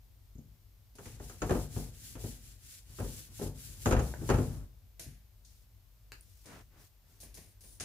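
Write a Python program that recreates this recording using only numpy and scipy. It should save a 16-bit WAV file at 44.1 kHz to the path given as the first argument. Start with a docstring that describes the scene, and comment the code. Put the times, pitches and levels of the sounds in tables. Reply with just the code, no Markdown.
"""A cloth wipes a loose whiteboard to and fro in a small room: its fibres hiss, its drag makes the panel
murmur, and the board bumps, rings and rattles against the cupboard behind it.
Then a marker is picked up and uncapped, a sleeve rustles, and the felt tip taps and slides on the board.
A low room rumble and a faint hiss lie under everything."""
import sys
import numpy as np
from scipy import signal
from scipy.fft import rfft, irfft, next_fast_len
from scipy.io import wavfile
from scipy.ndimage import map_coordinates

SR = 44100
rng = np.random.default_rng(int(sys.argv[2]) if len(sys.argv) > 2 else 0)


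def transcribe(u):
    """Save the signal u as a 16-bit wav file named by the first command-line argument.

    u: samples, shape (n,) or (channels, n), limited to [-1, 1]; the rate is SR.
    q: integer samples, one column per channel.
    """
    v = np.clip(np.atleast_2d(u).T, -1, 1)
    q = np.round(v * 32767).astype(np.int16)
    wavfile.write(sys.argv[1], SR, q)


N = 346135
TOP_HZ = 15600


def amp(db):
    """Decibels to gain."""
    return 10 ** (np.asarray(db) / 20)


def unit(x):
    """Scale to rms 1."""
    return x / np.sqrt(np.mean(x ** 2) + 1e-20)


def along(points, hz):
    """Interpolate (freq_hz, value) points on a log axis."""
    freqs_hz, values = np.transpose(points)
    return np.interp(np.log(hz + 1), np.log(freqs_hz + 1), values)


def wobble(rate_hz):
    """Smooth random curve, rate_hz knots a second."""
    knots = rng.standard_normal(int(N * rate_hz / SR) + 4)
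    return map_coordinates(knots, [np.arange(N) * rate_hz / SR])


def filtered(x, response):
    """Apply a frequency response."""
    n = x.shape[-1]
    padded = next_fast_len(n + 4096)
    return irfft(rfft(x, padded) * response(np.fft.rfftfreq(padded, 1 / SR)), padded)[..., :n]


def rise(t, tau_s):
    """Exponential attack."""
    return 1 - np.exp(-t / tau_s)


def fade(t, t60_s):
    """Exponential decay, 60 dB in t60_s."""
    return np.exp(-np.log(1000) * t / t60_s)


def damped(x, t60_curve):
    """Decay each frequency at its own rate."""
    hz, t, bins = signal.stft(x, SR, nperseg=256)
    decay = fade(t, along(t60_curve, hz)[:, None])
    return signal.istft(bins * decay, SR, nperseg=256)[1][:, :x.shape[1]]


def add(track, start_s, sound):
    """Mix a sound into the track."""
    part = track[:, max(round(start_s * SR), 0):][:, :sound.shape[1]]
    part += sound[:, :part.shape[1]]


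def ring(modes, t, detune=0.004):
    """Damped modes; balance, tuning and phase vary from blow to blow."""
    weights = np.array([amp(db + 2 * rng.normal()) for _, db, _ in modes])
    waves = [fade(t, t60_s) * np.sin(2 * np.pi * (hz * (1 + detune * rng.normal()) * t + rng.random()))
             for hz, _, t60_s in modes]
    return np.sqrt(2) * weights @ np.array(waves) / np.linalg.norm(weights)


# Left-right likeness: freq_hz, correlation
COHERENCE = [(100, 0.9), (600, 0.73), (1200, 0.54), (2500, 0.1), (14000, 0.36)]

def noise(spectrum, size):
    """Coloured stereo noise, rms 1; the channels are most alike in the bass."""
    def colour(hz):
        angle = np.arccos(np.clip(along(COHERENCE, hz), -1, 1)) / 2
        lowpass = 1 / (1 + (hz / spectrum[-1][0] / 2) ** 4)
        highpass = 1 / (1 + (spectrum[0][0] / 2 / (hz + 1)) ** 4)
        return lowpass * highpass * amp(along(spectrum, hz)) * [np.cos(angle), np.sin(angle)]
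    mid, side = filtered(rng.standard_normal((2, size)), colour)
    return unit(np.array([mid + side, mid - side]))


# Room background spectra: freq_hz, gain_db
RUMBLE = [(20, -20), (32, -8), (50, 3.5), (72, -10.5), (102, -4.5), (125, -20), (170, -26), (400, -36.5)]
HISS = [(600, -9), (1500, -12), (5000, -11), (9000, -15), (11300, -13), (12500, -6), (15800, -12)]

def room_tone():
    """Wavering low rumble and thin steady hiss."""
    rumble = unit(noise(RUMBLE, N) * amp(1.3 * wobble(5.7)))
    return amp(-57.5) * rumble + amp(-70.5) * noise(HISS, N)


# Modes of panel bending, hollow body, sheet and metal edging: pitch_hz, gain_db, t60_s
PANEL_MODES = [(45, 0.5, 0.37), (49.9, 5, 0.5), (64.7, -3.5, 0.69), (96.4, 5.5, 0.27), (105.1, 2.5, 0.26),
               (120.8, -2, 0.44), (146.7, -4, 0.57)]
HOLLOW_MODES = [(228, 0, .42), (253, 1, .42), (318, 4.5, 0.2), (354.3, -2.5, 0.42), (401.6, 7, 0.22),
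                (446, -6, 0.5), (510, -4, 0.45), (606, -6, 0.47), (723, -3, 0.4), (820, -6, 0.3)]
SHEET_MODES = [(970, -2, .33), (1066, 0, .33), (1234, 1, .33), (1345, -1, .3), (1432, -3, .3),
               (1534, -7, .28), (1786, -8, .28)]
FRAME_MODES = [(6640, 5, .3), (7080, 1.5, 0.25)]
# Dense-mode spectra of body, sheet and frame: freq_hz, gain_db
KNOCK = [(140, -7), (190, -4.5), (245, -4.5), (290, -9), (360, -8.5), (480, -5), (650, -11), (850, -9),
         (1300, -18.5), (2500, -66.5)]
RATTLE = [(500, -19.5), (750, -14.5), (1300, -7), (1650, -9.5), (2100, -16.5), (2700, -16.5), (3600, -25),
          (6000, -27.5)]
CLACK = [(1500, -45), (2600, -19), (3800, 0.5), (5600, 6), (6700, 20), (8000, -2), (10000, -14),
         (15500, -15.5)]
# Board decay: freq_hz, t60_s
BOARD_T60 = [(150, 0.49), (400, 0.38), (1000, 0.36), (3000, 0.38), (12000, 0.22)]

def contact(knock_db, thud_db, rattle_db, clack_db):
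    """A contact thuds and knocks; a hard one also rattles the sheet and clacks the frame."""
    t = np.arange(int(SR * 0.7)) / SR
    thud = amp(thud_db - 8.5) * ring(PANEL_MODES, t) * rise(t, 0.0022)
    body = (damped(noise(KNOCK, len(t)), BOARD_T60) + 0.95 * ring(HOLLOW_MODES, t)) * rise(t, 0.0019)
    cutoff_hz = 1500 * amp((rattle_db - knock_db) / 2)  # a soft push is too slow for the high modes
    body = filtered(body, lambda hz: 1 / (1 + 1j * hz / cutoff_hz) ** 2)
    knock = amp(knock_db - 13) * body * (1 + 0.66 * fade(t, 0.16))
    sheet_ring = np.array([ring(SHEET_MODES, t), ring(SHEET_MODES, t)])
    sheet = damped(noise(RATTLE, len(t)), BOARD_T60) + 0.6 * sheet_ring
    rattle = amp(rattle_db - 19.5) * sheet * (1 + 2.2 * fade(t, 0.1))
    frame = noise(CLACK, len(t)) + 0.76 * ring(FRAME_MODES, t)
    clack = amp(clack_db - 11) * frame * (fade(t, 0.05) + amp(-11.5) * fade(t, 0.5))  # direct + room
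    return thud + knock + rattle + clack


def boom(pitch_hz):
    """The hollow behind the panel booms briefly; pitch depends on where the hand presses."""
    t = np.arange(SR // 2) / SR
    return np.tile(fade(t, 0.16) * rise(t, 0.004) * np.sin(2 * np.pi * pitch_hz * t), (2, 1))


# Cloth fetched and put down: start_s, force_db
THUMPS = [(0.353,-36.5), (0.382,-30), (5.061,-30)]
# Single bumps: start_s, force_db, hardness_db
BUMPS = [(0.985,-43.5,-5), (1.055,-44,-6.5), (1.199,-39,-12.5), (1.296,-48.5,2.5), (1.419,-25.5,-6),
         (1.762,-27.5,-20.5), (2.153,-39,-10), (2.239,-29.5,-25), (3.858,-18.5,-7), (3.993,-25,-9),
         (4.216,-32,-21), (4.384,-22,-17.5), (7.804,-47.5,2)]
# Hard shoves: start_s, force_db, hardness_db, swing_db, touch_db, landing_delay_s, boom_hz
SLAMS = [(1.494,-21,-7.5,1,3,0.014,371), (2.986,-30.5,-10.5,2.5,4,0.016,233),
         (3.391,-30,-12,2.5,-1,0.023,410), (3.91,-20.5,-2.5,5.5,3,0.014,513),
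         (4.29,-19,-3,1.5,0.5,.010,391)]
# Touch, landing and rebound of a slam, relative to force: knock_db, thud_db, rattle_db, clack_db
SLAM_STAGES = [(-2, -15.5, -4.5, -11.5), (3.5, 1, 1.5, -11.5), (-4.5, 0, -6.5, -31.5)]

def thumps_and_bumps(rebound_s=0.042):
    """The cloth thumps softly when fetched and put down; the board bumps and slams on the cupboard."""
    # Vectors: knock, thud, rattle, clack
    hardness_slope, swing_slope = np.array([0, 0, 1, 1.47]), np.array([0, 1, 0, 0])
    bump_db, thump_db = np.array([3.1, 2.6, 3.8, 1]), np.array([15.5, -7.5, -42, -26])
    out = np.zeros((2, N))
    for start_s, force_db, hardness_db in BUMPS:
        add(out, start_s, contact(*(force_db + hardness_db * hardness_slope + bump_db)))
    for start_s, force_db, hardness_db, swing_db, touch_db, landing_delay_s, boom_hz in SLAMS:
        add(out, start_s + landing_delay_s, amp(force_db - 3) * boom(boom_hz))
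        slam_db = force_db + hardness_db * hardness_slope + swing_db * swing_slope
        delays_s = (0, landing_delay_s, landing_delay_s + rebound_s)
        for delay_s, extra_db, stage_db in zip(delays_s, (touch_db, 0, 0), SLAM_STAGES):
            add(out, start_s + delay_s, contact(*(slam_db + extra_db + stage_db)))
    for start_s, force_db in THUMPS:
        add(out, start_s, contact(*(force_db + thump_db)))
    return out


# Spectra of contact snap, hollow barrel tick and board tap: freq_hz, gain_db
SNAP = [(1760, -25.5), (3000, -11.5), (4020, -3.5), (4910, -1.5), (6580, 2.5), (7610, -4), (9580, 2.5),
        (11200, -1), (12600, 0), (15800, -9.5)]
TICK = [(400, -13), (680, 1.5), (1050, -32), (1550, -0.5), (2000, 1), (2650, 1.5), (3600, -6), (6000, -35)]
TAP = [(70, -1), (150, -2), (350, -6), (650, -11), (1100, -17), (2000, -44)]
# Room decay: freq_hz, t60_s
ROOM_T60 = [(200, 0.3), (1500, 0.65), (6000, 0.38), (14000, 0.41)]

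def click(snap_db, tick_db, tap_db, cutoff_hz=TOP_HZ):
    """A hard contact snaps and ticks; the room echoes and the board answers."""
    t = np.arange(SR // 2) / SR
    snap = amp(snap_db) * filtered(noise(SNAP, len(t)), lambda hz: 1 / (1 + (hz / cutoff_hz) ** 8))
    tick = amp(tick_db + 7) * noise(TICK, len(t))
    echo = damped(amp(-5.5) * snap + amp(-7) * tick, ROOM_T60) * rise(t, 0.0031)
    tap = amp(tap_db - 9) * damped(noise(TAP, len(t)), BOARD_T60)
    return snap * rise(t, 0.0008) * fade(t, 0.022) + tick * fade(t, 0.025) + echo + tap


# Near-wall echo decay: freq_hz, t60_s
WALL_T60 = [(500, .22), (3000, .22), (10000, .2)]

def ping(modes, level_db, echo_db):
    """A small hard part rings briefly and the nearest walls answer."""
    t = np.arange(SR // 2) / SR
    direct = amp(level_db) * ring(modes, t)
    walls = damped(rng.standard_normal((2, len(t))), WALL_T60) * rise(t, 0.0043)
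    echo = signal.fftconvolve(direct[None], walls / np.linalg.norm(walls[0]), axes=1)[:, :len(t)]
    return direct + amp(echo_db) * echo


# Fingernail and marker clicks: start_s, snap_db, tick_db, tap_db, cutoff_hz
CLICKS = [(0.953,-54,-74,-53.5,14100), (1.057,-50,-61,-60,11800), (2.153,-63,-65,-45,11000),
          (4.995,-40,-58.5,-48,15100), (5.448,-52,-94,-86,9230), (6.457,-49,-77,-52,11200),
          (7.799,-37,-56.5,-43.5,10300), (7.806,-35.5,-54,-45,11200)]
# Modes of nail on board, marker pickup, cap and thin plastic wall: pitch_hz, gain_db, t60_s
NAIL_MODES = [(480, 0, .012), (950, 2, .01), (1550, 2, 0.012), (2300, -5, .005)]
PICKUP_MODES = [(640, 0, .07)]
CAP_MODES = [(420, -16, .02), (700, -13, .014), (1560, -3, .007), (2700, 3, .005), (4400, -1, .003),
             (6600, 0, .0015), (11000, 0, .002)]
PLASTIC_MODES = [(8700, -6, .004), (9700, 0, .009)]

def handling():
    """Light clicks; a nail knocks through the cloth, the marker is lifted, its cap pops and ticks."""
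    out = np.zeros((2, N))
    for start_s, *settings in CLICKS:
        add(out, start_s, click(*settings))
    nail = ping(NAIL_MODES, level_db=-33.5, echo_db=-3)
    add(out, 4.139, filtered(nail, lambda hz: 1 / (1 + (hz / 3000) ** 4)))
    add(out, 4.995, ping(PICKUP_MODES, level_db=-57, echo_db=2))
    add(out, 6.120, ping(CAP_MODES, level_db=-35, echo_db=2))
    add(out, 6.210, ping(PLASTIC_MODES, level_db=-46, echo_db=-6))
    return out


def strokes(rows, swell, linger_s=0.0073, crests=None):
    """Stroke envelope: the hand speeds up to a crest and slows; the sound lingers briefly."""
    t, power = np.arange(N) / SR, np.zeros(N)
    for k, (start_s, end_s, level_db) in enumerate(rows):
        crest = 0.5 if crests is None else np.clip(crests[k], 0.1, 0.9)
        progress = np.interp(t, [start_s, start_s + crest * (end_s - start_s), end_s], [0, 0.5, 1])
        power += amp(2 * level_db) * np.abs(np.sin(np.pi * progress)) ** (2 * swell)
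    pole = np.exp(-1 / (linger_s * SR))
    return np.sqrt(signal.lfilter([1 - pole], [1, -pole], power))


# Spectra of cloth fibres and dragged panel: freq_hz, gain_db
CLOTH = [(700, -38), (1500, -6), (2000, -5.5), (2800, -4.5), (4500, -4), (6200, -3.5), (7400, -2),
         (8800, -7), (10200, -3.5), (11500, -9.5), (12600, -5.5), (14000, -12.5), (15500, -9)]
DRAG = [(30, -13), (50, 5), (75, -6.5), (110, 1.5), (170, -15), (260, -18), (500, -29), (900, -35)]
# Hand sweeps, to and fro: start_s, end_s, hiss_db, drag_db, crest_fraction
SWEEPS = [(0.957,1.19,-57,-49.5,0.41), (1.177,1.395,-55,-53,0.26), (1.342,1.686,-52.5,-49,0.67),
          (1.671,1.91,-52,-42.5,0.37), (1.89,2.16,-52.5,-54,0.68), (2.152,2.404,-52.5,-50,0.34),
          (2.37,2.57,-57,-56.5,0.47), (2.556,2.821,-54.5,-62,0.63), (2.818,3.299,-52.5,-49.5,0.68),
          (3.282,3.501,-51.5,-51,0.66), (3.509,3.806,-53,-48.5,0.41), (3.739,3.933,-50,-45.5,0.76),
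          (3.958,4.211,-53,-61,0.15), (4.142,4.65,-53.5,-37.5,0.26)]

def wiping():
    """Fibres hiss over the gloss, brighter when the hand is fast; their drag makes the panel murmur."""
    start_s, end_s, hiss_db, drag_db, crests = np.transpose(SWEEPS)
    hiss_env = strokes(zip(start_s, end_s, hiss_db), swell=0.83, linger_s=0.02, crests=crests)
    drag_env = strokes(zip(start_s, end_s, drag_db), swell=0.55, linger_s=0.025, crests=crests)
    fibres = noise(CLOTH, N) * amp(0.8 * wobble(57) + wobble(530))
    treble = filtered(fibres, lambda hz: hz ** 2 / (hz ** 2 + 6000 ** 2))
    hiss = hiss_env * unit(fibres + 3.43 * hiss_env / hiss_env.max() * treble)
    grip = amp(2.5 * wobble(25))  # the cloth catches and lets go
    return hiss + grip * drag_env * noise(DRAG, N)


# Sleeve slips: start_s, end_s, level_db
SLIPS = [(5.03, 5.24, -86), (6.44, 6.63, -53), (6.70, 6.87, -64.5), (7.0, 7.24, -74)]
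# Sleeve spectrum: freq_hz, gain_db
FABRIC = [(71, -28), (120, 1), (280, -3), (740, -9.5), (1900, -11.5), (4000, -22), (7000, -23),
          (15000, -33)]

def sleeve():
    """Folds of fabric slip over each other as the arm rises."""
    friction = unit(noise(FABRIC, N) * amp(0.61 * wobble(150)))
    return strokes(SLIPS, swell=0.66, linger_s=0.0043) * friction


# Cuff brushes: start_s, end_s, level_db
BRUSHES = [(5.44, 5.65, -68), (6.16, 6.65, -66), (6.77, 6.88, -63), (7.05, 7.24, -67.5)]
# Cuff spectrum: freq_hz, gain_db
CUFF = [(3000, -10), (5600, -5), (9000, -7.5), (15000, -7)]

def cuff():
    """The cuff brushes the hand with a thin, uneven rustle."""
    return strokes(BRUSHES, swell=0.4) * unit(noise(CUFF, N) * amp(1.4 * wobble(120)))


# Marker strokes: start_s, length_s, touch_db, slide_db
TIP_STROKES = [(7.202, 0.048, -43.5, -52.5), (7.342, 0.197, -41.5, -65), (7.607, 0.17, -49, -56.5)]
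# Tip touching and settling, relative to touch_db: delay_s, snap_db, tick_db, tap_db
TIP_STAGES = [(0, -6, -32, -15), (.008, -9, -31, -16), (.03, -9.5, -22.5, -5.5)]
# Felt friction spectrum: freq_hz, gain_db
FELT = [(2000, -10), (4200, 5.5), (6200, 7), (8500, 8), (9800, 17.5), (11200, 1), (15800, 8)]

def felt_tip():
    """The tip taps down, settles under the hand's weight and slides with a fine, uneven hiss."""
    slides = [(start_s, start_s + length_s, slide_db) for start_s, length_s, _, slide_db in TIP_STROKES]
    out = strokes(slides, swell=0.43) * unit(noise(FELT, N) * amp(1.4 * wobble(160)))
    for start_s, _, touch_db, _ in TIP_STROKES:
        for delay_s, *stage_db in TIP_STAGES:
            add(out, start_s + delay_s, click(*(touch_db + np.array(stage_db))))
    return out


def from_left(x, lead_s):
    """The sound reaches the left microphone first."""
    return filtered(x, lambda hz: np.exp(1j * np.pi * lead_s * np.outer([1, -1], hz)))


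def scene():
    """All sources in the room."""
    cloth_and_board = from_left(thumps_and_bumps() + wiping(), lead_s=0.00009)
    return cloth_and_board + handling() + felt_tip() + sleeve() + cuff() + room_tone()


# Microphone balance: freq_hz, left_minus_right_db
BALANCE = [(60, 3), (330, 4), (650, -0.1), (1300, -1), (2800, 1.5), (5500, 3.5), (9000, 1), (14000, 1)]

def record(dry):
    """Two microphones of slightly different colour, with a bass roll-off and a band limit."""
    def response(hz):
        balance = amp(np.outer([1, -1], along(BALANCE, hz)) / 2)
        highpass = hz ** 4 / (hz ** 4 + 32 ** 4)
        return balance * highpass * (hz < TOP_HZ)
    return filtered(dry, response)


dry = scene()
out = record(dry)
transcribe(out)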